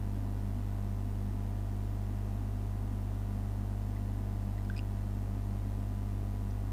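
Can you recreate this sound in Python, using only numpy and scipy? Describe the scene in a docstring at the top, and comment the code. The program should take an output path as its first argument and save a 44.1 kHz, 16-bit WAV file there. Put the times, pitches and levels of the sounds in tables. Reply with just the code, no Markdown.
"""A mains appliance hums and buzzes steadily in a quiet room, over a low rush of air and an even microphone
hiss. The hum is a stack of sine tones at multiples of the mains frequency; the buzz is short knocks in each
mains cycle. A few small clicks sound close by, most in one quick cluster: damped rings with a snap of noise and
a softer ring just after. There is one faint, high, rising squeak. The air and the hiss are random noise given a
tone colour."""
import sys
import numpy as np
from scipy import signal
from scipy.fft import rfft, irfft
from scipy.io import wavfile

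SR = 44100
rng = np.random.default_rng(int(sys.argv[2]) if len(sys.argv) > 2 else 0)


def inscribe(sig):
    """Save sig as 16-bit PCM at rate SR to the path in sys.argv[1].

    A 1-D sig is mono; a 2-D sig holds one channel per row.
    Samples are clipped to [-1, 1] before scaling.
    """
    pcm = np.round(np.clip(np.atleast_2d(sig).T, -1, 1) * 32767)
    wavfile.write(sys.argv[1], SR, pcm.astype(np.int16))


N = 296352  # length in samples
TIME = np.arange(N) / SR  # seconds
FREQS = np.fft.rfftfreq(N, 1 / SR)  # Hz

MAINS_HZ = 49.964
CYCLE_START_S = .0122  # a mains cycle starts here


def amp(db):
    """Turns decibels into a gain."""
    return 10 ** (np.asarray(db) / 20)


def unit(x):
    """Scales a sound to an average strength (rms) of 1."""
    return x / np.sqrt(np.mean(x ** 2) + 1e-20)


def spectrum(points):
    """Joins (Hz, dB) points into a curve, with frequency spaced by its logarithm."""
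    hz, db = np.transpose(points)
    return np.interp(np.log(FREQS + 1), np.log(hz), db)


def coloured(x, db):
    """Filters a sound by a dB curve and scales it to rms 1."""
    return unit(irfft(rfft(x) * amp(db), N))


def add(mix, start_s, sound):
    """Mixes a sound in at a given time, cutting it off where the mix ends."""
    part = mix[round(start_s * SR):][:len(sound)]
    part += sound[:len(part)]


def drift(rate_hz):
    """Wanders slowly at random, as noise with only its lowest frequencies left; rms 1."""
    noise = rfft(rng.standard_normal(N))
    return unit(irfft(noise * np.exp(-(FREQS / rate_hz) ** 2), N))


def hum(waver_db=0.36, waver_hz=6.1, lag_s=.0034, scatter_turns=0.008):
    """Two firm low tones follow the mains; the panel tones above crest near each knock and waver a little."""
    # Tones of the hum. Each row: multiple of the mains frequency, level in dB rms.
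    hum_tones = [(1, -37.5), (2, -37.5), (4, -48.5), (6, -60), (8, -64), (10, -72.5), (13, -65.5),
                 (14, -62), (16, -67), (17, -71), (18, -72), (19, -77.5), (20, -67.5), (22, -75.5),
                 (23, -79.5), (24, -72.5), (25, -80.5), (26, -82)]
    out = np.zeros(N)
    for order, db in hum_tones:
        order = round(order)
        turns = order * MAINS_HZ * (TIME - CYCLE_START_S)
        if order <= 2:
            out += amp(db) * np.sin(2 * np.pi * turns)
        else:
            # the room scatters the phases of high tones more than those of low ones
            turns += order * (scatter_turns * rng.standard_normal() - MAINS_HZ * lag_s)
            level = amp(db + waver_db * drift(waver_hz))
            out += level * np.cos(2 * np.pi * turns)
    return np.sqrt(2) * out  # a sine of peak sqrt(2) has rms 1


def buzz(level_db=-68.5):
    """The iron core gives a double knock in each half cycle; the two halves are not quite alike."""
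    # Knocks of the core. Each row: seconds after the mains cycle starts, strength (a plain factor, with sign).
    core_knocks = [(.00315, -.5), (.0041, 1), (.01325, -.5), (.0141, .85)]
    # Colour of the buzz. Each row: frequency in Hz, relative strength in dB per Hz.
    buzz_colour = [(900, -26), (1300, -4.5), (1650, -5), (1800, 1.5), (2000, 3.5), (2300, -4), (3000, -6),
                   (4200, -11), (7000, -16.5), (10000, -21), (15000, -27)]
    pulses = np.zeros(N)
    for delay_s, strength in core_knocks:
        # distance to the nearest knock, in cycles and then in samples
        cycles = (MAINS_HZ * (TIME - CYCLE_START_S - delay_s) + .5) % 1 - .5
        samples = cycles * SR / MAINS_HZ
        # a smooth spike that may fall between two samples
        pulses += strength * np.sinc(samples) * np.exp(-(samples / 10) ** 2)
    return amp(level_db) * coloured(pulses, spectrum(buzz_colour))


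def clicks(dull_db=-3.0, tail_db=-21, tail_t60_s=0.14):
    """Each click is a main ring followed by a duller, slightly higher ring, with a faint room tail that dies
    away."""
    # Each row: start in seconds, level of the main ring in dB, pitch in Hz, time to the crest in seconds,
    # bright ring in dB and noisy snap in dB, both relative to the main ring.
    click_rows = [(3.963, -54, 1940, 0.0027, -20, -14), (4.5805, -49.5, 1900, 0.0018, -22, -14),
                  (4.647, -63, 2320, 0.0027, 0, -3), (4.6982, -36.5, 1534, 0.0026, -23, -20.5),
                  (4.741, -51, 1620, .0014, -20, -16), (4.7639, -49, 2450, 0.0023, 0, -8),
                  (4.7774, -49.5, 2530, 0.0021, 1.5, 0.5), (4.791, -36.5, 2680, 0.0011, -9, -17),
                  (6.505, -59, 5800, .0015, -2, -4)]
    # a slightly higher ring follows each click
    after_s, after_crest_s, after_pitch = .0045, 0.0026, 1.025
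    # it is softer, and stays small even after a hard click
    after_db, after_top_db = -1, -50.5
    out = np.zeros(N)
    for start_s, db, hz, crest_s, bright_db, snap_db in click_rows:
        add(out, start_s, amp(db) * contact(hz, crest_s, bright_db, snap_db))
        after = contact(hz * after_pitch, after_crest_s, bright_db + dull_db, snap_db + dull_db)
        after_level = amp(min(db + after_db, after_top_db))
        add(out, start_s + after_s, after_level * after)
    # the room tail is noise that fades by 60 dB in tail_t60_s
    late = TIME[:SR // 4]
    tail = rng.standard_normal(len(late)) * amp(-60 * late / tail_t60_s)
    tail /= np.linalg.norm(tail)
    return out + amp(tail_db) * signal.fftconvolve(out, tail)[:N]


def contact(hz, crest_s, bright_db, snap_db):
    """A few cycles of a main ring and a bright ring, started by a snap of noise."""
    # Colour of the snap. 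Each row: frequency in Hz, relative strength in dB per Hz.
    snap_colour = [(1000, -14), (3200, 4), (5000, -0.5), (6500, -11), (8100, -0.5), (10000, -17),
                   (15000, -19)]
    # the bright ring and the snap come and go this many times faster than the main ring
    bright_speed, snap_speed = 1.16, 2.5
    t = TIME[:SR // 20]
    u = snap_speed * t / crest_s
    noise = coloured(rng.standard_normal(N), spectrum(snap_colour))[:len(t)]
    snap = u * np.exp(1 - u) * noise
    bright_hz = min(2.29 * hz, 4977)  # follows the pitch, up to a ceiling
    bright = ring(t, bright_hz, crest_s / bright_speed)
    return ring(t, hz, crest_s) + amp(bright_db) * bright + amp(snap_db) * snap


def ring(t, hz, crest_s):
    """A short burst of a tone whose strength swells to 1 at its crest and is quickly damped."""
    u = t / crest_s
    return u * np.exp((1 - u ** 2) / 2) * np.sin(2 * np.pi * hz * t)


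def squeak(start_s=1.89, length_s=.085, peak_db=-71, start_hz=12500, rise_hz_per_s=9000):
    """One faint thin whistle swells and fades as it glides up."""
    t = np.clip(TIME - start_s, 0, length_s)
    hz = start_hz + rise_hz_per_s * t
    swell = np.sin(np.pi * t / length_s)  # silent before and after
    return amp(peak_db) * swell * np.sin(2 * np.pi * np.cumsum(hz) / SR)


def air(level_db=-47.0):
    """Moving air makes a noisy rush, and rumbles in a few low resonances; two weaker ones lie higher."""
    # Colour of the rush. Each row: frequency in Hz, relative strength in dB per Hz.
    air_colour = [(10, -7), (22, 0.5), (35, -2), (70, -8), (125, -1.5), (165, -3), (290, -3.5), (400, -7.5),
                  (520, -9), (760, -13), (900, -13.5), (1200, -19), (2000, -26), (5000, -39)]
    # Resonances that the air excites. Each row: frequency in Hz, width in Hz, lift in dB.
    air_booms = [(23.1, 5.1, 12), (194.5, 10.2, 14.5), (242.4, 25, 12), (271.8, 11.8, 8), (356, 14, 5),
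                 (1462, 6, 11.5), (1540, 120, 1.5)]
    lift_db = sum(db / (1 + (2 * (FREQS - hz) / width_hz) ** 2) for hz, width_hz, db in air_booms)
    return amp(level_db) * coloured(rng.standard_normal(N), spectrum(air_colour) + lift_db)


def hiss(level_db=-65):
    """The microphone adds an even noise of its own."""
    # Colour of the hiss. Each row: frequency in Hz, relative strength in dB per Hz.
    hiss_colour = [(100, -8), (3000, 0.5), (6000, -1), (10000, -2), (15500, -2.5)]
    return amp(level_db) * coloured(rng.standard_normal(N), spectrum(hiss_colour))


def scene():
    """Adds up all sources at one microphone."""
    return (hum() + buzz() + clicks() + squeak() + air() + hiss())[None]


def record(dry, cutoff_hz=15520):
    """The recorder steeply removes everything above its band limit."""
    taps = signal.firwin(1023, cutoff_hz, window=("kaiser", 9), fs=SR)
    return signal.oaconvolve(dry, taps[None], "same")


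dry = scene()
out = record(dry)
inscribe(out)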